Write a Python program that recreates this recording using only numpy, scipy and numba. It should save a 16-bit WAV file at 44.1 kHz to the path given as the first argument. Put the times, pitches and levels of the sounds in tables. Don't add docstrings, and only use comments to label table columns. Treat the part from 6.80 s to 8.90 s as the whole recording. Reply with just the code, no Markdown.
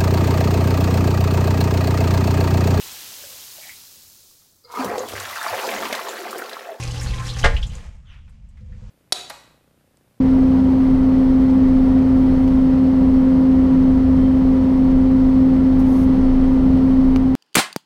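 import sys
import numpy as np
from scipy import signal
from scipy.fft import rfft, irfft
from scipy.io import wavfile
from numba import njit

SR = 44100
rng = np.random.default_rng(int(sys.argv[2]) if len(sys.argv) > 2 else 0)


def pcm_store(signal):
    levels = np.round(np.clip(np.atleast_2d(signal), -1, 1) * 32767)
    wavfile.write(sys.argv[1], SR, levels.astype(np.int16).T)


N = 92610

# freq_hz, gain_db
KITCHEN_EQ = [(350, -10.5), (500, -3.5), (700, -9.5), (1100, -9.5), (2500, -17), (7000, -21),
              (15000, -52.5)]
# time_s, level_db
KITCHEN_FADER = [(0, -63), (1.6, -83), (1.88, -75), (1.98, -62.5), (2.1, -58.5)]
# freq_hz, gain_db
RUMBLE_EQ = [(12, -2), (50, 3.5), (85, -1.5), (125, -9.5), (210, -16.5), (270, -33.5), (360, -44),
             (700, -76.5)]
# time_s, level_db
RUMBLE_FADER = [(0, -35.5), (.3, -24), (.42, -30), (.62, -27), (.88, -25.5), (1.03, -32.5), (1.15, -41),
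                (1.77, -41), (1.9, -35.5), (2.1, -39)]
# shaft_multiple, level_db
PUMP_HARMONICS = [(2, -43), (3, -29.5), (4, -43), (8, -54.5)]
# time_s, centre_hz, width_hz, level_db
SWISH_PATH = [(1.24, 3500, 402, -87), (1.27, 3230, 400, -62), (1.31, 2940, 700, -54.5),
              (1.345, 2380, 1100, -57), (1.39, 2870, 914, -65), (1.6, 2520, 1474, -80)]
# start_s, click_hz, click_width_hz, click_db, boom_db
DOOR_KNOCKS = [(1.477, 1105, 1822, -58.5, -55), (1.771, 1800, 1890, -57.5, -66),
               (1.805, 4000, 3570, -69, -41.5), (1.889, 890, 883, -94, -42.5), (1.92, 1764, 1073, -56, -39),
               (2.015, 980, 1510, -70, -38), (2.084, 1470, 1500, -72, -37.5)]
# pitch_hz, level_db, t60_s
DOOR_MODES = [(104.2, 4, 0.34), (205.8, -1.5, 0.29), (498.5, -12.5, 0.23)]
# pitch_hz, level_db, t60_s
TUB_MODES = [(465, 4, .23), (562, 2.5, .22), (708, -1, .19), (775, -7, .24), (858, -4.5, .28),
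             (1038, -9, .35), (1120, -5, .18), (1211, -2, .18), (1423, 2, .18), (1626, 3.5, .2),
             (1836, -3, .22), (2056, -2, .19)]
# start_s, level_db, tilt_db_per_octave
LATCH_HITS = [(0.638, -16.5, -1), (0.6431, -13, 4), (0.651, -14, -1.5), (0.6579, -17, 2.5)]
# freq_hz, gain_db
LATCH_EQ = [(200, 1), (345, -9), (480, -0.5), (650, 1), (850, -2.5), (950, -11.5), (1150, -5), (2100, -2.5),
            (2500, -11.5), (3300, -11.5), (6000, -25), (8500, -33.5), (13000, -60.5)]
# start_s, pitch_hz, level_db, t60_s
DOOR_SHUDDERS = [(0.633, 25.84, -8.5, 0.63), (0.65, 60.7, -2.5, 0.1), (0.738, 52.2, -1.5, 0.12)]
# start_s, pitch_hz, width_hz, level_db
DRIPS = [(0.025, 2670, 600, -36), (0.107, 2930, 600, -40.5), (0.161, 2930, 600, -37.5),
         (.198, 5500, 895, -36.5), (.212, 2060, 400, -36.5), (0.269, 4220, 600, -39),
         (0.283, 4400, 600, -41), (.335, 1970, 500, -38), (.468, 5570, 910, -37.5),
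         (.488, 3370, 900, -38.5), (0.545, 3150, 700, -37.5), (0.63, 3100, 1000, -31.5),
         (0.7645, 2840, 1070, -28.5), (0.827, 3272, 750, -31), (0.83, 5500, 2780, -43),
         (0.866, 7120, 2000, -44.5), (0.899, 2960, 900, -47.5), (0.951, 6950, 2060, -45),
         (1.493, 8400, 3480, -66), (1.688, 7840, 2960, -66.5)]
# freq_hz, gain_db
RUNOFF_EQ = [(200, -4.5), (360, -13.5), (500, -3.5), (740, -9.5), (870, -7.5), (1150, -11), (2300, -9.5),
             (4200, -21), (7000, -19), (14000, -42.5)]
# time_s, level_db
RUNOFF_FADER = [(.6, -81), (.75, -43.5), (.88, -58.5), (.96, -50), (1.06, -50.5), (1.14, -59.5),
                (1.24, -69.5), (2.1, -70)]
# peak_s, length_s, centre_hz, width_hz, level_db
JET_PASSES = [(0.012, 0.054, 5960, 2300, -39), (0.15, 0.041, 4500, 4000, -44.5),
              (0.23, 0.036, 7100, 5100, -40.5), (0.308, 0.034, 2700, 1800, -42),
              (0.422, 0.049, 1460, 1020, -40), (0.467, 0.07, 6940, 4200, -43.5),
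              (0.504, 0.042, 3750, 1840, -37), (0.6, 0.018, 5350, 3050, -34)]
# peak_s, length_s, pitch_hz, level_db
DISH_NOTES = [(0.36, 0.038, 1035, -39), (0.426, 0.065, 1044, -37.5), (1.038, 0.049, 868, -52.5),
              (1.142, 0.04, 861, -66)]
# freq_hz, gain_db
SPRAY_EQ = [(250, 1.5), (350, -7), (480, 1), (640, -7.5), (850, 1.5), (950, -14.5), (1050, -3),
            (1400, -9.5), (2200, -9.5), (3300, -10), (5700, -12), (8500, -18), (11000, -23.5),
            (15000, -33.5)]
# time_s, level_db
SPRAY_FADER = [(0, -33.5), (.09, -39), (.3, -37), (.39, -39.5), (.54, -39.5), (.63, -38), (.72, -47),
               (.85, -49.5), (1.0, -50.5), (1.15, -77)]

PUMP_HZ, PUMP_OFF_S, PUMP_FADE_S = 39.88, 0.693, 0.052
ATTACK_S, BOOM_RISE_S = 0.00083, 0.007


def amp(db):
    return 10 ** (np.asarray(db) / 20)


def unit(x):
    return x / np.sqrt(np.mean(x ** 2) + 1e-24)


def clock():
    return np.arange(N) / SR


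def curve(rows, column=1):
    rows = np.array(rows)
    return np.interp(clock(), rows[:, 0], rows[:, column])


def freqs():
    return np.maximum(np.arange(N // 2 + 1) * SR / N, 1)


def noise():
    return rng.standard_normal(N)


def eq(x, points, tilt_db=0):
    hz, db = np.array(points).T
    f = freqs()
    gain = amp(np.interp(np.log(f), np.log(hz), db) + tilt_db * np.log2(f))
    low_cut = np.minimum(f / hz[0], 1) ** 4
    return unit(irfft(rfft(x) * gain * low_cut, N))


def lowpass(x, hz):
    return irfft(rfft(x) / (1 + (freqs() / hz) ** 4), N)


def band(x, hz, width):
    f = freqs()
    return unit(irfft(rfft(x) / (1 + ((f - hz * hz / f) / width) ** 2), N))


@njit
def sweep(x, hz, width):
    y = np.empty(len(x))
    band_state, low_state = 0., 0.
    for i in range(len(x)):
        tuning, damping = np.tan(np.pi * hz[i] / SR), width[i] / hz[i]
        passed = (band_state + tuning * (x[i] - low_state)) / (1 + tuning * (tuning + damping))
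        band_state = 2 * passed - band_state
        low_state += 2 * tuning * passed
        y[i] = damping * passed
    return y


def decay(start, t60):
    age = np.maximum(clock() - start, 0)
    return (1 - np.exp(-(age / ATTACK_S) ** 2)) * np.exp(-np.log(1000) * age / t60)


def swell(at, length):
    return np.exp(-2 * ((clock() - at) / length) ** 2)


def bloom(start, rise_s):
    return 1 - np.exp(-np.maximum(clock() - start, 0) / rise_s)


def ring(modes, start):
    age = clock() - start
    return sum(amp(db) * decay(start, t60) * np.sin(2 * np.pi * hz * age) for hz, db, t60 in modes)


def echo(x, response):
    return signal.fftconvolve(x, response / np.linalg.norm(response))[:N]


def tub_tail(x, start):
    low = lowpass(x, hz=3000)
    return low * decay(start, t60=0.33) + (x - low) * decay(start, t60=0.28)


def kitchen():
    return eq(noise(), KITCHEN_EQ) * amp(curve(KITCHEN_FADER))


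def rumble():
    return eq(noise(), RUMBLE_EQ) * amp(curve(RUMBLE_FADER))


def pump():
    t = clock()
    hum = sum(amp(db) * np.sqrt(2) * np.sin(2 * np.pi * (round(multiple) * PUMP_HZ * t + rng.random()))
              for multiple, db in PUMP_HARMONICS)
    return hum * np.exp(-np.maximum(t - PUMP_OFF_S, 0) / PUMP_FADE_S)


def door_swish():
    hz, width = curve(SWISH_PATH, column=1), curve(SWISH_PATH, column=2)
    rub, octave = noise(), noise()
    for _ in range(4):
        rub = sweep(rub, hz, 2 * width)
        octave = sweep(octave, 2 * hz, 2 * width)
    makeup = np.sqrt(SR / 2 / width)
    swish = (rub + amp(-16.5) * octave) * makeup * amp(curve(SWISH_PATH, column=3))
    body = amp(-58) * band(noise(), hz=1520, width=1750) * swell(at=1.334, length=0.1)
    return swish + body


def door_knocks():
    out = 0
    for at, hz, width, click_db, boom_db in DOOR_KNOCKS:
        click = amp(click_db) * band(noise(), hz, width) * decay(at, t60=0.16)
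        boom = amp(boom_db) * ring(DOOR_MODES, at) * bloom(at, BOOM_RISE_S)
        out += click + boom
    return out


def latch():
    clunk, first = 0, LATCH_HITS[0][0]
    for at, db, tilt in LATCH_HITS:
        crack = eq(noise(), LATCH_EQ, tilt) * decay(at, t60=0.081)
        tail = amp(-12.5) * tub_tail(eq(noise(), LATCH_EQ, tilt), at)
        clunk += amp(db) * (crack + tail)
    tub = amp(-19.5) * ring(TUB_MODES, first) * bloom(first, rise_s=0.004)
    shudder = sum(ring([(hz, db, t60)], at) * bloom(at, BOOM_RISE_S)
                  for at, hz, db, t60 in DOOR_SHUDDERS)
    return clunk + tub - shudder


def drips(ping_db=5, ping_t60_s=0.032):
    out = 0
    for at, hz, width, db in DRIPS:
        ping = ring([(hz, ping_db, ping_t60_s)], at)
        smear = band(noise(), hz, width) * decay(at, t60=0.115)
        out += amp(db) * (ping + smear)
    return out


def patter(drops_per_s=1300, spread_db=4, wet_db=2.5):
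    size = amp(spread_db * np.minimum(rng.exponential(size=N), 5))
    hits = (rng.random(N) < drops_per_s / SR) * size * np.sign(noise())
    return hits + amp(wet_db) * echo(hits, tub_tail(noise(), 0))


def runoff():
    return eq(patter(), RUNOFF_EQ) * amp(curve(RUNOFF_FADER))


def splashes(drops_per_s=70, surfaces=10, range_hz=(1539, 6800)):
    out = 0
    for hz in np.geomspace(*range_hz, surfaces):
        hits = (rng.random(N) < drops_per_s / surfaces / SR) * (0.5 + rng.random(N))
        tick = band(noise(), hz, hz / 3) * decay(0, t60=0.045)
        out += echo(hits, tick)
    return unit(out)


def jets():
    bursts = sum(amp(db) * band(patter(), hz, width) * swell(at, length)
                 for at, length, hz, width, db in JET_PASSES)
    notes = sum(amp(db) * band(patter(), hz, width=14.4) * swell(at, length)
                for at, length, hz, db in DISH_NOTES)
    return bursts + notes


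def spray(surge_db=1):
    water = eq(patter(), SPRAY_EQ)
    surges = unit(lowpass(noise(), hz=12.5))
    water *= amp(surge_db * surges)
    tub = amp(-15) * unit(echo(water, ring(TUB_MODES, 0)))
    return (water + tub + amp(-6) * splashes()) * amp(curve(SPRAY_FADER))


def scene():
    wash = spray() + jets() + runoff()
    return (wash + pump() + rumble() + latch() + drips() + door_swish() + door_knocks() + kitchen())[None]


def record(dry, soften_hz=12700, top_hz=15650):
    softened = signal.sosfilt(signal.butter(2, soften_hz, fs=SR, output="sos"), dry)
    return signal.sosfilt(signal.ellip(8, .2, 70, top_hz, fs=SR, output="sos"), softened)


dry = scene()
out = record(dry)
pcm_store(out)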